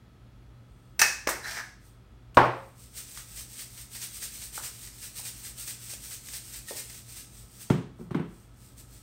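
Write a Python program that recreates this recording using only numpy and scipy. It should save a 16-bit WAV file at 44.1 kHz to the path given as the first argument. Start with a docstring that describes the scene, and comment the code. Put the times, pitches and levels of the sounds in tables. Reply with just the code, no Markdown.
"""A shaker of fine seasoning is shaken over a pot in a small kitchen: grains hiss against its wall.
Before that, a metal lid clacks onto a glass spice jar and rasps down its thread, and the jar is set
on the counter close by. Near the end the shaker is put down further back, the counter panel thuds,
and the grains slide again. An appliance hums faintly over the room tone."""
import sys
import numpy as np
from scipy import signal
from scipy.fft import rfft, irfft, next_fast_len
from scipy.io import wavfile
from scipy.ndimage import uniform_filter1d, minimum_filter1d, map_coordinates

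SR = 44100
rng = np.random.default_rng(int(sys.argv[2]) if len(sys.argv) > 2 else 0)


def transcribe(signal):
    """Save signal, clipped to [-1, 1], as a 16-bit WAV file at the path in sys.argv[1]."""
    frames = np.atleast_2d(signal).T
    limited = np.clip(frames, -1, 1)
    pcm = np.round(limited * 32767).astype(np.int16)
    wavfile.write(sys.argv[1], SR, pcm)


N = 397782
TIME_S = np.arange(N) / SR
AGE_S = TIME_S[:SR // 2]  # since a contact
TOP_HZ = 15780

# Shakes, a lift then a throw (throw time [s], throw level [dB], lift level [dB])
SHAKES = [(2.988, -40, -60.5), (3.179, -45, -47.5), (3.39, -40, -48.5), (3.609, -40, -46.5),
          (3.795, -43.5, -52.5), (4.036, -36, -41), (4.24, -35, -41), (4.436, -40, -42), (4.654, -36, -37),
          (4.846, -44.5, -48), (5.046, -40.5, -49.5), (5.272, -36.5, -37.5), (5.466, -40, -46.5),
          (5.694, -36, -38.5), (5.918, -39.5, -44.5), (6.131, -39.5, -42), (6.353, -37.5, -44.5),
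          (6.556, -40, -46.5), (6.787, -36, -40), (6.965, -47, -50), (7.186, -43.5, -46)]
# Soft swells of hiss: grains sliding, and at 2.62 s the room's bright tail after the jar lands
# (time [s], level [dB], half width [s])
HISS_SWELLS = [(.834, -75.5, .12), (1.866, -62.5, 0.039), (2.62, -65, 0.11), (2.824, -52.5, 0.035),
               (7.379, -52, 0.054), (7.6, -52, 0.076), (7.622, -43.5, 0.016), (8.019, -65, 0.036),
               (8.376, -63.5, 0.075), (8.648, -58, .06), (8.795, -49.5, 0.018), (8.95, -54.5, 0.046)]
# Clumps hitting the shaker's end (time [s], level [dB], t60 [s])
CLUMPS = [(3.173, -42, .1), (3.950, -42.5, .12), (4.872, -47.5, .05), (5.936, -45, 0.0246),
          (6.286, -44, 0.026), (6.684, -43.5, .12), (6.897, -45.5, .07)]
# Loose grains (frequency [Hz], density [dB])
GRAIN_SPECTRUM = [(290, -30), (500, -11), (569, -24.5), (904, -17.5), (1120, -17), (1220, -13),
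                  (2420, -7.5), (2710, -7.5), (3220, -7), (6090, -3), (6930, -5), (8490, 3.5),
                  (10900, -10.5), (13900, -4), (15800, -8)]
# Grains landing together (frequency [Hz], density [dB])
CLUMP_SPECTRUM = [(500, -10.5), (1300, -10.5), (1900, 0), (3200, -5), (6000, 0), (8500, -1.5), (11000, -8),
                  (16000, -12.5)]
# Shaker knocking in the hand (time [s], level [dB], pitch [Hz], t60 [s])
TAPS = [(3.174, -49, 1300, 0.0074), (4.578, -40.5, 1335, 0.0064), (4.580, -44, 825, 0.0042),
        (5.195, -53.5, 848, .005), (5.936, -54.5, 600, .0064), (6.683, -46, 1856, 0.068),
        (6.708, -48, 870, 0.01), (6.710, -39.5, 500, 0.0066)]

# Lid meeting the rim (time [s], clack [dB], ring [dB], hollow knock [dB], grain splash [dB])
LID_HITS = [(.993, -23, -28.5, -50, -24.5), (1.002, -48.5, -32, -59, -50.5),
            (1.0159, -16, -16.5, -29.5, -28.5), (1.269, -61, -55, -40, -57),
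            (1.2724, -29.5, -35, -26.5, -42), (1.2883, -41.5, -41, -27, -28)]
# Metal lid (frequency [Hz], level [dB], t60 [s])
LID_MODES = [(840, -4, .06), (1203, -8, .1), (1535, -9, .1), (1615, -7, .1), (1680, -4, .09),
             (1715, 2, .16), (1800, -1, .12), (1832, -4, .14), (2400, -14, .15), (2556, -7, .3),
             (2615, -8, .15), (2652, -8, .15), (2716, -10, .22), (5437, -16, .1), (5900, -12, .2),
             (6305, -18, .12)]
# Metal striking glass (frequency [Hz], density [dB])
CLACK_SPECTRUM = [(150, -30.5), (500, -11.5), (850, -5.5), (1350, -4), (1750, 3.5), (2700, -4),
                  (3300, -12.5), (4300, -5), (5700, 2.5), (7500, -7), (8800, -6), (10500, -16.5),
                  (14400, -10.5), (16000, -21.5)]
# Hollow hand-held jar (frequency [Hz], density [dB])
HOLLOW_SPECTRUM = [(60, -11), (150, -17), (330, 3), (1000, 3), (2100, 5.5), (3000, -28), (8000, -37)]
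# Thread friction (frequency [Hz], density [dB])
THREAD_SPECTRUM = [(150, -26), (400, -26.5), (750, -0.5), (1200, -6), (1700, -7), (2400, -5.5),
                   (3000, -7.5), (4300, -5), (5500, 1), (7000, -8), (8600, -5.5), (10800, -17),
                   (14200, -12), (16000, -20.5)]
# Thread catching once (time [s], pitch [Hz], level [dB])
SQUEAK = (1.447, 4080, -37)
# Rim biting on the glass (time [s], level [dB], half width [s])
RIM_BITES = [(1.462, -35.5, 0.018), (1.572, -32.5, .009), (1.599, -32, 0.011)]
# Rim friction (frequency [Hz], density [dB])
RIM_SPECTRUM = [(200, -18.5), (700, -11.5), (1300, -7.5), (1650, 5), (2200, -4.5), (3000, -23),
                (5300, -16.5), (9000, -31.5)]

# Jar touching down (time [s], body [dB], tick [dB], grain splash [dB])
JAR_HITS = [(2.3447, -56.5, -56.5, -51.5), (2.370, -20.5, -26, -48), (2.3714, -10.5, -33, -49),
            (2.3762, -11, -44.5, -51.5), (2.447, -25.5, -56, -56)]
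# Jar and counter together (frequency [Hz], level [dB], t60 [s])
JAR_MODES = [(123, -10.5, 0.3), (182, -11, .1), (249.2, -22, .08), (357.7, -4.5, .14), (495, -5, 0.08),
             (542, -8.5, 0.4), (631, -14, 0.15), (776, -5.5, 0.14), (885, -4.5, .1), (1085, 4, .07),
             (1440, -10, 0.056), (1650, -10.5, .08), (2110, -15, .06)]
# Jar's dull blow (frequency [Hz], density [dB])
KNOCK_SPECTRUM = [(40, -30), (70, -20), (120, -13), (330, -6), (550, -1.5), (1000, 0), (1650, -10),
                  (2500, -16), (3300, -27), (5500, -38.5), (7000, -49), (15800, -57.5)]
# Glass on a hard top (frequency [Hz], density [dB])
TICK_SPECTRUM = [(300, -14), (1000, 6), (3300, 4), (5800, -6), (7000, -12.5), (10000, -21.5), (16000, -25)]

# Shaker bumping the far counter (time [s], boom [dB], click [dB], click cutoff [Hz], grain splash [dB])
THUDS = [(7.7006, -14.5, -26, 9000, -46.5), (7.988, -39.5, -52.5, 1200, -75), (8.007, -35, -50, 1500, -69),
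         (8.1078, -29.5, -41, 4500, -62.5), (8.145, -20, -31.5, 3220, -58.5),
         (8.1947, -28.5, -39, 2600, -66)]
# Counter panel (frequency [Hz], level [dB], t60 [s])
PANEL_MODES = [(143, -11, 0.14), (172, 2.5, 0.086), (213, 9, 0.019), (259, -1.5, 0.059), (355, -6.5, 0.15),
               (414, -6.5, 0.08), (572, -23, 0.089)]
# Shaker's first touch (frequency [Hz], density [dB])
CLICK_SPECTRUM = [(60, -10), (150, 0), (550, -1.5), (1000, 0), (1600, -5.5), (2600, -10.5), (3200, -11),
                  (4800, -19.5), (8000, -23), (16000, -49.5)]

# Appliance hum (frequency [Hz], rms level [dB])
HUM_TONES = [(53.8, -62.5), (119.5, -58.5), (1292, -78), (3365, -82.5), (4194, -88.5)]
# Room tone (frequency [Hz], density [dB])
ROOM_SPECTRUM = [(15, -51.5), (30, -22), (52, 1.5), (80, -10.5), (120, -4), (150, -16.5), (190, -11),
                 (500, -24.5), (1150, -30), (1290, -25.5), (1450, -31), (4100, -39), (6500, -45),
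                 (15800, -52)]
# Kitchen reverberation (frequency [Hz], t60 [s])
ROOM_DECAY = [(100, 0.46), (400, 0.43), (1000, 0.43), (2800, 0.46), (7000, 0.47), (15000, 0.33)]


def shaker(front_lead_s=0.019, front_db=-5, front_t60_s=0.11):
    """Strokes throw grains at the wall: the harder, the more collisions. The first ones land together."""
    power = sum(swell(*row) for row in strokes() + list(HISS_SWELLS))
    rate_hz = 5000 + 14000 * np.sqrt(power / power.max())
    hiss = np.sqrt(power) * colour(impacts(rate_hz, spread_db=1.5), GRAIN_SPECTRUM)
    out = amp(-1) * room(hiss, wet_db=-3)
    fronts = [(s - front_lead_s, throw_db + front_db, front_t60_s) for s, throw_db, _ in SHAKES]
    for s, db, t60_s in fronts + list(CLUMPS):
        add(out, s, amp(db) * burst(CLUMP_SPECTRUM, t60_s, wet_db=0))
    return out


def strokes(brisk_db=-36, brisk_lead_s=0.09, brisk_width_s=0.023):
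    """Lifts and throws (time [s], level [dB], half width [s]). Weak ones slide longer and lead less."""
    lifts = [(s - brisk_lead_s * amp(db - brisk_db) ** 0.19, db) for s, _, db in SHAKES]
    throws = [(s, db) for s, db, _ in SHAKES]
    return [(s, db, min(brisk_width_s / amp(db - brisk_db) ** 0.4, brisk_lead_s / 2))
            for s, db in lifts + throws]


def grain_splash():
    """Seasoning jolted in a jar lands over several milliseconds."""
    return burst(GRAIN_SPECTRUM, t60_s=0.12, wet_db=-2, attack_s=0.002)


def shaker_taps():
    """The hand damps the shaker: each knock is a brief, soft blip."""
    out = np.zeros(N)
    for s, db, hz, t60_s in TAPS:
        onset = 1 - np.exp(-AGE_S * hz)  # about one cycle
        knock = unit_hit(onset * ring([(hz, 0, t60_s)], scatter_db=0))
        add(out, s, amp(db) * room(knock, wet_db=-2))
    return out


def lid_clacks():
    """The lid clacks and rings on the rim, jolting the seasoning."""
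    out = np.zeros(N)
    for s, clack_db, ring_db, knock_db, splash_db in LID_HITS:
        clack = amp(clack_db) * burst(CLACK_SPECTRUM, t60_s=0.051, wet_db=-0.5, attack_s=0.0001)
        metal = amp(ring_db) * room(ring(LID_MODES, scatter_db=1.5), wet_db=-4)
        knock = amp(knock_db) * burst(HOLLOW_SPECTRUM, t60_s=0.03, wet_db=-1)
        add(out, s, clack + metal + knock + amp(splash_db) * grain_splash())
    return out


def lid_thread(start_s=1.419, end_s=1.595, attack_s=0.065, release_s=0.03, slowing_db=5.5):
    """Metal slips on glass in tiny steps and squeaks once; the lid slows and its rim bites when tight."""
    rise = np.clip((TIME_S - start_s) / attack_s, 0, 1)
    fall = np.clip(1 - (TIME_S - end_s) / release_s, 0, 1)
    tightness = np.clip(2 * (TIME_S - start_s) / (end_s - start_s) - 1, 0, 1)
    thread_gain = rise * fall * amp(-36 - slowing_db * tightness ** 2)
    rub_power = (amp(-3.5) * thread_gain) ** 2
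    rim_gain = np.sqrt(rub_power + sum(swell(*bite) for bite in RIM_BITES))
    thread = thread_gain * colour(impacts(rate_hz=12000, spread_db=-1.5), THREAD_SPECTRUM)
    rim = rim_gain * colour(impacts(rate_hz=2500, spread_db=-2.5), RIM_SPECTRUM)
    stick_slip = amp(1.2 * wobble(rate_hz=70))
    s, hz, db = SQUEAK
    squeak_gain = amp(db) * np.exp(-((TIME_S - s) / 0.011) ** 2)
    squeak = squeak_gain * np.sin(2 * np.pi * hz * TIME_S + 0.6 * wobble(rate_hz=300))
    return amp(-4.5) * room(stick_slip * (thread + rim) + squeak, wet_db=-3.5)


def jar_landing():
    """The jar grazes the counter, meets it edge first and slaps flat; the seasoning settles."""
    out = np.zeros(N)
    for s, body_db, tick_db, splash_db in JAR_HITS:
        modes = amp(-5) * room(ring(JAR_MODES, scatter_db=0.5), wet_db=-4.5)
        knock = amp(-4) * burst(KNOCK_SPECTRUM, t60_s=0.036, wet_db=2)
        tick = amp(tick_db) * burst(TICK_SPECTRUM, t60_s=0.017, wet_db=-4)
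        add(out, s, amp(body_db) * (modes + knock) + tick + amp(splash_db) * grain_splash())
    return out


def counter_thuds(boom_lag_s=0.00477):
    """The shaker clicks at first touch, duller if soft; the panel booms as the weight follows."""
    out = np.zeros(N)
    boom_band = signal.butter(2, [110, 520], "band", fs=SR, output="sos")
    for s, boom_db, click_db, cutoff_hz, splash_db in THUDS:
        lowpass = signal.butter(2, cutoff_hz, fs=SR, output="sos")
        click = signal.sosfilt(lowpass, burst(CLICK_SPECTRUM, t60_s=0.045, wet_db=0))
        add(out, s, amp(click_db - 3) * click + amp(splash_db) * grain_splash())
        boom = unit_hit(signal.sosfilt(boom_band, ring(PANEL_MODES, scatter_db=1)))
        add(out, s + boom_lag_s, amp(boom_db) * room(boom, wet_db=-5.5))
    return out


def background():
    """Room tone and a slightly unsteady appliance hum."""
    air = amp(-54.5) * colour(rng.standard_normal(N), ROOM_SPECTRUM)
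    hum = sum(amp(db) * np.sqrt(2) * np.sin(2 * np.pi * hz * TIME_S + 0.37 * wobble(rate_hz=9.5))
              for hz, db in HUM_TONES)
    return air + hum


def burst(spectrum, t60_s, wet_db, attack_s=0.00065):
    """Dense, fast-dying vibration of one contact, with echoes of the same colour."""
    direct, diffuse = [colour(noise, spectrum) for noise in rng.standard_normal((2, len(AGE_S)))]
    envelope = (1 - np.exp(-(AGE_S / attack_s) ** 2)) * amp(-60 * AGE_S / t60_s)
    return unit_hit(direct * envelope) + amp(wet_db) * unit_hit(echoes(diffuse))


def ring(modes, scatter_db):
    """Decaying modes, struck with random sign and scattered strength."""
    out = np.zeros(len(AGE_S))
    for hz, db, t60_s in modes:
        sign = rng.choice([-1, 1])
        envelope = amp(db + scatter_db * rng.normal() - 60 * AGE_S / t60_s)
        out += sign * envelope * np.sin(2 * np.pi * hz * AGE_S)
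    return unit_hit(out)


def impacts(rate_hz, spread_db):
    """Tiny random collisions of uneven size; mean power is independent of rate."""
    chance = np.clip(rate_hz / SR, 1e-4, 1)
    hits = (rng.random(N) < chance) * rng.standard_normal(N)
    return hits * amp(spread_db * rng.standard_normal(N)) / np.sqrt(chance)


def room(x, wet_db):
    """x plus echoes, their pattern redrawn every 1/8 s as for a moving source."""
    out, size = x.copy(), SR // 8
    for start in range(0, len(x), size):
        piece = x[start:start + size]
        if np.abs(piece).max() > 1e-5:
            response = echoes(rng.standard_normal(len(AGE_S)))
            add(out, start / SR, amp(wet_db) * signal.fftconvolve(piece, response))
    return out


def echoes(noise, build_s=0.002):
    """Noise shaped into a unit-energy kitchen tail; the top treble dies first."""
    hz, age_s, bins = signal.stft(noise, SR, nperseg=256)
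    decay = amp(-60 * age_s / log_interp(ROOM_DECAY, hz)[:, None])
    tail = signal.istft(bins * decay, SR, nperseg=256)[1][:len(AGE_S)]
    tail *= 1 - np.exp(-(AGE_S / build_s) ** 2)
    return tail / np.linalg.norm(tail)


def swell(s, db, half_width_s):
    """Gaussian power envelope centred on time s."""
    reach = round(4 * half_width_s * SR)
    offset_s = np.arange(-reach, reach) / SR
    power = np.zeros(N)
    add(power, s + offset_s[0], amp(db) ** 2 * np.exp(-(offset_s / half_width_s) ** 2))
    return power


def colour(x, spectrum):
    """x shaped by a spectrum, at rms 1."""
    size = next_fast_len(len(x))
    gain = amp(log_interp(spectrum, np.fft.rfftfreq(size, 1 / SR)))
    shaped = irfft(rfft(x, size) * gain, size)[:len(x)]
    return shaped / np.sqrt(np.mean(shaped ** 2) + 1e-20)


def log_interp(points, hz):
    """(frequency [Hz], value) points read on a log axis."""
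    knots_hz, values = np.transpose(points)
    return np.interp(np.log(hz + 1), np.log(knots_hz + 1), values)


def wobble(rate_hz):
    """Smooth curve through random knots."""
    return map_coordinates(rng.standard_normal(int(N * rate_hz / SR) + 4), [TIME_S * rate_hz])


def unit_hit(x):
    """x with the energy of 10 ms at rms 1."""
    return x * np.sqrt(SR / 100) / np.linalg.norm(x)


def amp(db):
    """Decibels to gain."""
    return 10 ** (np.asarray(db) / 20)


def add(track, s, sound):
    """Mix sound into track at time s."""
    part = track[round(s * SR):][:len(sound)]
    part += sound[:len(part)]


def scene():
    """All sources, mono."""
    handling = shaker() + shaker_taps() + lid_clacks() + lid_thread() + jar_landing() + counter_thuds()
    return (handling + background())[None]


def record(dry):
    """Fast peak limiter, then a brick-wall lowpass at TOP_HZ."""
    needed_gain = np.minimum(1, 0.92 / (np.abs(dry) + 1e-9))
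    limited = dry * uniform_filter1d(minimum_filter1d(needed_gain, size=129), size=129)
    size = next_fast_len(N + SR // 2)
    passband = np.fft.rfftfreq(size, 1 / SR) < TOP_HZ
    return irfft(rfft(limited, size) * passband, size)[:, :N]


dry = scene()
out = record(dry)
transcribe(out)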